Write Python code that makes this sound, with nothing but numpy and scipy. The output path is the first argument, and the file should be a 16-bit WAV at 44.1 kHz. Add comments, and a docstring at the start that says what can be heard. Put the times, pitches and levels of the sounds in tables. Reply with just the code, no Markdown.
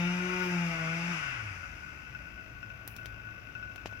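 """First comes the buzz of a small two-stroke engine, probably a chainsaw, among trees beyond a garden.
Its periodic firing gives harmonics and pulsed noise, which the trunks scatter. The pitch sags under
load; then the throttle shuts and it winds down to an uneven idle that keeps the muffler's modes ringing.
Outdoor air rumbles throughout, and a faint hiss swells and fades while the engine runs fast.
Near the end, impacts close by give a few sharp clicks and a dull knock."""
import sys
import numpy as np
from scipy import signal
from scipy.fft import rfft, irfft
from scipy.io import wavfile

SR = 44100
rng = np.random.default_rng(int(sys.argv[2]) if len(sys.argv) > 2 else 0)


def materialize(psi):
    """Save the field psi as 16-bit PCM at rate SR to the path in sys.argv[1].

    A 1-D psi becomes a single channel; in a 2-D psi each row is a channel.
    """
    bounded = np.clip(np.atleast_2d(psi).T, -1, 1)
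    quanta = np.round(bounded * 32767).astype(np.int16)
    wavfile.write(sys.argv[1], SR, quanta)


N = 176400
T = np.arange(N) / SR


def from_db(db):
    """Amplitude ratio: tenfold for every 20 dB."""
    return 10 ** (np.asarray(db) / 20)


def unit_rms(x):
    """Normalisation to unit mean power."""
    return x / np.sqrt(np.mean(x ** 2) + 1e-20)


def in_time(rows):
    """Linear interpolation of a time curve at every sample."""
    return np.interp(T, *np.transpose(rows))


def at_hz(rows, hz, column=1):
    """Interpolation of one column on a log-frequency axis."""
    rows = np.array(rows)
    return np.interp(np.log(hz + 1e-9), np.log(rows[:, 0]), rows[:, column])


def fourier(x):
    """Fourier analysis: the spectrum and its frequencies."""
    return rfft(x), np.arange(N // 2 + 1) * SR / N


def coloured(x, colour):
    """Spectral shaping, falling 12 dB per octave below the first row; rms 1."""
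    spectrum, hz = fourier(x)
    roll_off = np.minimum(hz / colour[0][0], 1) ** 2
    return unit_rms(irfft(spectrum * from_db(at_hz(colour, hz)) * roll_off, N))


def drift(rate_hz):
    """Low-passed noise: a slow random wander of rms 1."""
    spectrum, hz = fourier(rng.standard_normal(N))
    return unit_rms(irfft(spectrum / (1 + (hz / rate_hz) ** 2), N))


def dying_noise(t60):
    """Exponential decay of noise, with unit energy in each of two channels."""
    t = T[:SR // 2]
    tail = rng.standard_normal((2, len(t))) * from_db(-60 * t / t60)
    return tail / np.sqrt(np.sum(tail ** 2, axis=1, keepdims=True))


def panned(db):
    """Level difference, left minus right, as a pair of gains."""
    return from_db(np.array([[db], [-db]]) / 2)


def harmonic(turns, order):
    """A sinusoid phase-locked to a multiple of the firing rate; rms 1."""
    return np.sqrt(2) * np.sin(2 * np.pi * (order * turns + rng.random()))


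def puffs(turns, depth):
    """Amplitude modulation: noise swells with every firing."""
    return rng.standard_normal(N) * np.exp(depth * np.cos(2 * np.pi * turns))


# firing rate with the throttle open: t/s, f/Hz
FIRING_RATE = [(0,173.5),(.12,178),(.28,181.3),(.42,181.8),(.48,179.5),(.6,172.5),(.68,169.5),(.76,164),(.87,161.8),(.97,168),(1.04,171),(1.115,175)]
RELEASE_S = FIRING_RATE[-1][0]   # the throttle shuts
IDLE_HZ, WIND_DOWN_S, IDLE_WANDER, WORK_WANDER = 52.73, .4, .045, .002


def crank_turns():
    """One firing per turn; with the throttle shut, speed relaxes exponentially to an unsteady idle."""
    run_down = np.exp(-np.maximum(T - RELEASE_S, 0) / WIND_DOWN_S)
    hz = IDLE_HZ + (in_time(FIRING_RATE) - IDLE_HZ) * run_down
    wander = WORK_WANDER * drift(40) + IDLE_WANDER * (1 - run_down) ** 2 * drift(9)
    return np.cumsum(hz * (1 + wander)) / SR


# first and second exhaust harmonics, each: t/s, level/dB
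FIRST_LEVEL = [(0,-31),(.05,-30),(.2,-34.5),(.33,-39.5),(.48,-36.5),(.57,-30.5),(.68,-33),(.77,-42.5),(.82,-36.5),(1,-37),(1.11,-35.5),(1.22,-49.5),(1.33,-50),(1.45,-41.5),(1.56,-55),(2,-61),(4,-64.5)]
SECOND_LEVEL = [(0,-50),(.13,-48.5),(.26,-39.5),(.48,-38),(.58,-49),(.76,-52),(.88,-50.5),(1.15,-53),(1.3,-72),(1.8,-78),(2.2,-62),(4,-53)]
SECOND_FLICKER_DB, IDLE_PUTTER_DB = 2.5, 2.5


def exhaust_hum(turns):
    """Periodic outflow radiates at the firing rate and its octave; the level is uneven at idle."""
    first = from_db(in_time(FIRST_LEVEL)) * harmonic(turns, order=1)
    second = from_db(in_time(SECOND_LEVEL) + SECOND_FLICKER_DB * drift(8.5)) * harmonic(turns, order=2)
    idling = np.clip((T - RELEASE_S) / WIND_DOWN_S, 0, 1)
    return (first + second) * from_db(IDLE_PUTTER_DB * idling * drift(30))


# spectral envelope of the upper harmonics: f/Hz, level/dB
BUZZ_ENVELOPE = [(400,-50.5),(490,-52.5),(540,-60),(650,-45.5),(730,-55.5),(820,-53),(900,-49.5),(1000,-62),(1130,-50),(1270,-79),(1455,-45),(1700,-61.5),(2000,-52),(2280,-54),(2500,-55),(2630,-52.5),(2850,-58),(3100,-64.5),(3800,-74),(4300,-80),(5500,-68.5),(6500,-76)]
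# harmonics that stand out: harmonic number, gain/dB
BUZZ_ACCENTS = [(8,4),(13,6),(14,5),(16,4),(21,5.5)]
# course of the whole buzz: t/s, gain/dB
BUZZ_GAIN = [(0,4),(.2,-1),(.4,1.5),(.68,-1),(.87,-1.5),(1.1,0),(1.33,-0.5),(1.6,-18),(2,-17.5)]
BUZZ_FLICKER_DB = 2
SHUT_LOSS_DB, SHUT_BELOW_HZ, SHUT_S = 20, 950, 0.21


def exhaust_buzz(turns):
    """Source and filter: harmonics glide through fixed resonances; low ones fade as the throttle shuts."""
    firing_hz = np.gradient(turns) * SR
    accents = dict(BUZZ_ACCENTS)
    shut = np.clip((T - RELEASE_S) / SHUT_S + .5, 0, 1)
    buzz = 0
    for order in range(3, 36):
        hz = order * firing_hz
        loss_db = shut * SHUT_LOSS_DB / (1 + (hz / SHUT_BELOW_HZ) ** 8)
        db = at_hz(BUZZ_ENVELOPE, hz) + accents.get(order, 0) - loss_db
        buzz += from_db(db + BUZZ_FLICKER_DB * drift(10.3)) * harmonic(turns, order)
    return from_db(in_time(BUZZ_GAIN)) * buzz


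# strength of the rasp: t/s, level/dB
RASP_COURSE = [(0,-41.5),(.5,-40),(.9,-41.5),(1.15,-39),(1.33,-45),(1.5,-47),(1.7,-51),(2.1,-55),(2.6,-59),(4,-58.5)]
# its spectral density: f/Hz, relative level/dB
RASP_SPECTRUM = [(200,-8.5),(440,-18.5),(650,-8),(950,-10.5),(1400,-1),(1750,-7.5),(2050,0),(2700,-4),(3100,-18.5),(4100,-27),(4900,-17),(6200,-16.5),(8300,-31.5),(11000,-30),(16000,-51.5)]


def rasp(turns):
    """Broadband noise of exhaust and chain, lightly modulated at the firing rate."""
    return from_db(in_time(RASP_COURSE)) * coloured(puffs(turns, depth=0.29), RASP_SPECTRUM)


# strength of the clatter: t/s, level/dB
CLATTER_COURSE = [(0,-53),(1.5,-57.5),(2.2,-58),(2.8,-56.5),(3.3,-57.5),(3.6,-56),(4,-56)]
# its spectral density: f/Hz, relative level/dB
CLATTER_SPECTRUM = [(120,10),(230,5.5),(480,1),(650,8.5),(950,-9),(1350,-0.5),(1750,-24.5),(2000,4),(2250,4.5),(2750,0),(3300,-10),(4100,-16.5),(5400,-21),(7000,-26.5),(8500,-41)]


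def clatter(turns):
    """More deeply modulated noise, masked by the rasp until the engine idles."""
    return from_db(in_time(CLATTER_COURSE)) * coloured(puffs(turns, depth=0.59), CLATTER_SPECTRUM)


# harder firings at idle: t/s, level/dB above an ordinary one
HARD_FIRINGS = [(1.632,7.5),(2.149,8),(2.629,10.5),(2.702,9.5),(2.985,7.5),(3.552,11),(3.627,9),(3.78,7.5)]
FIRING_SPREAD_DB, KICK_CUTOFF_HZ = 1.5, 2550


def firing_kicks(turns):
    """Impulse excitation: one kick per firing, of uneven strength and random sign, softened by a low-pass."""
    firings = np.flatnonzero(np.diff(np.floor(turns)))
    strength = from_db(FIRING_SPREAD_DB * rng.standard_normal(len(firings)))
    equal_power = np.sqrt(np.gradient(firings) * IDLE_HZ / SR)   # faster kicks are each weaker
    kicks = np.zeros(N)
    kicks[firings] = strength * equal_power * rng.choice([-1, 1], len(firings))
    for s, db in HARD_FIRINGS:
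        kicks[firings[np.abs(firings / SR - s) < 1 / IDLE_HZ]] = 0   # it replaces its neighbours
        kicks[int(s * SR)] = from_db(db)
    return signal.sosfilt(signal.butter(2, KICK_CUTOFF_HZ, fs=SR, output="sos"), kicks + 1e-18)


# muffler modes: f/Hz, bandwidth/Hz, relative level/dB
MUFFLER_MODES = [(1480.6,12,1),(2625,33,-7),(5490,47,-25.5)]
# strength of their ringing: t/s, level/dB
RING_COURSE = [(0,-53.5),(1,-50.5),(1.15,-47.5),(1.45,-49),(1.6,-53),(2.2,-51.5),(2.8,-56.5),(3.2,-51.5),(3.45,-53.5),(3.6,-53.5),(4,-52)]


def muffler_ring(turns):
    """Modal resonance: each mode of the muffler is a damped oscillator struck by the firings."""
    ring = 0
    for hz, bandwidth, db in MUFFLER_MODES:
        radius = np.exp(-np.pi * bandwidth / SR)
        feedback = [1, -2 * radius * np.cos(2 * np.pi * hz / SR), radius ** 2]
        ring += from_db(db) * unit_rms(signal.lfilter([1, 0, -1], feedback, firing_kicks(turns)))
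    return from_db(in_time(RING_COURSE)) * ring


TREES_T60_S = 0.42


def among_trees(x, scatter_db):
    """Scattering: the trunks add a diffuse tail to the direct sound, different on each side."""
    lead = SR // 2
    running = np.concatenate([x[lead:0:-1], x])   # the tail is already built up at t = 0
    scatter = signal.fftconvolve(running[None], dying_noise(TREES_T60_S), axes=1)[:, lead:lead + N]
    gain = from_db(scatter_db)
    return (x + gain * scatter) / np.sqrt(1 + gain ** 2)


# arrival of the engine's sound: f/Hz, left minus right level/dB, phase lead of left/rad
ENGINE_BEARING = [(100,2,0),(400,2.5,0.5),(740,4.5,-0.28),(1130,7.5,1.5),(1390,12.5,-2),(2160,4,-1.5),(2500,12.5,-3),(5250,11.5,-1.5),(9700,-1,-1.5),(16000,-1.5,-2.5)]


def from_bearing(x):
    """Localisation: level and phase differences between left and right give a direction."""
    spectrum, hz = fourier(x)
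    pan = from_db(at_hz(ENGINE_BEARING, hz) / 2)
    lead = at_hz(ENGINE_BEARING, hz, column=2)
    return irfft(spectrum * np.array([pan, np.exp(-1j * lead) / pan]), N)


def engine():
    """Common excitation: one crank times every part; all but the hum scatter among the trees."""
    turns = crank_turns()
    hum = exhaust_hum(turns)
    noise = rasp(turns) + clatter(turns)
    ring = muffler_ring(turns)
    buzz = exhaust_buzz(turns)
    return from_bearing(hum + among_trees(buzz, scatter_db=-4.5)
                        + among_trees(ring, scatter_db=-11.5) + among_trees(noise, scatter_db=3.5))


# spectral density of the outdoor background: f/Hz, relative level/dB, left-right correlation
AIR_SPECTRUM = [(20,-3,1),(35.3,-10,1),(56,6.5,1),(78.6,2,1),(102,3,0.36),(156,-3,0.99),(320,-10.5,0.88),(577,-23,1),(1460,-42,0.0049),(3960,-50.5,1),(7900,-62,0.092),(12400,-33.5,0),(16000,-39,0)]
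AIR_DB, AIR_PAN_DB = -53.5, 5


def outdoor_air():
    """Partly coherent noise: a low rumble, mostly alike in both ears, with faint diffuse treble."""
    (mid, side), hz = fourier(rng.standard_normal((2, N)))
    alike = np.clip(at_hz(AIR_SPECTRUM, hz, column=2), -1, 1)
    noise = irfft(np.sqrt(1 + alike) * mid + np.sqrt(1 - alike) * side * [[1], [-1]], N)
    return from_db(AIR_DB) * panned(AIR_PAN_DB) * coloured(noise, AIR_SPECTRUM)


# strength of the high hiss: t/s, level/dB
HISS_COURSE = [(0,-64),(.3,-68),(.45,-57),(.6,-68),(.7,-65),(.8,-70),(1.2,-76),(1.6,-90)]
# its spectral density: f/Hz, relative level/dB
HISS_SPECTRUM = [(8000,-23),(11000,-2),(15500,-2)]


def hiss():
    """Incoherent treble noise that swells and fades while the engine runs fast."""
    return from_db(in_time(HISS_COURSE)) * coloured(rng.standard_normal((2, N)), HISS_SPECTRUM)


# impacts: t/s, pulse level/dB in each band (snap, body, crack, thump), tail gain/dB, pan/dB
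IMPACTS = [(2.8768,-23.5,-38,-40,-40,-15,2.5),(2.9645,-36.5,-41,-47,-45,-13,5.5),(3.058,-40.5,-39.5,-34.5,-42.5,-15.5,12.5),(3.7595,-46,-46.5,-39,-46.5,-15,12),(3.8584,-45,-40,-31.5,-27,-9,6.5),(3.871,-69,-44.5,-43,-48,-15,16),(3.926,-68,-52,-48,-41,-29,10)]
# those four bands: lower f/Hz, upper f/Hz, tail T60/s, chatter gain/dB, extra tail gain/dB
IMPACT_BANDS = [(10300,19000,0.36,-8,-0.5),(3240,6500,0.069,-10.5,5.5),(1740,3200,0.08,-23,-4),(49.7,870,0.093,-35,-11)]
CHATTER_T60_S = 0.025


def knocks():
    """Impact transients: a pulse, brief chatter and a decaying tail per band; the thump is nearly dry."""
    out = np.zeros((2, N + SR))
    pulse = signal.unit_impulse(SR // 2)
    for s, *levels, tail_db, pan_db in IMPACTS:
        start = int(s * SR)
        for (low, high, t60, chatter_db, extra_db), db in zip(IMPACT_BANDS, levels):
            band = signal.butter(3, [low, high], "band", fs=SR, output="sos")
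            chatter = from_db(chatter_db) * dying_noise(CHATTER_T60_S)
            tail = from_db(tail_db + extra_db) * dying_noise(t60)
            hit = signal.sosfilt(band, pulse + 4 * (chatter + tail))
            gain = from_db(db) / np.abs(signal.sosfilt(band, pulse)).max()
            out[:, start:start + len(pulse)] -= gain * panned(pan_db) * hit
    return out[:, :N]


def scene():
    """Superposition of the far engine, the garden air, the hiss and the near knocks."""
    return engine() + outdoor_air() + hiss() + knocks()


CUTOFF_HZ = 16000


def record(dry):
    """Band limiting: an elliptic low-pass cuts the top steeply."""
    return signal.sosfilt(signal.ellip(10, .2, 80, CUTOFF_HZ, fs=SR, output="sos"), dry)


dry = scene()
out = record(dry)
materialize(out)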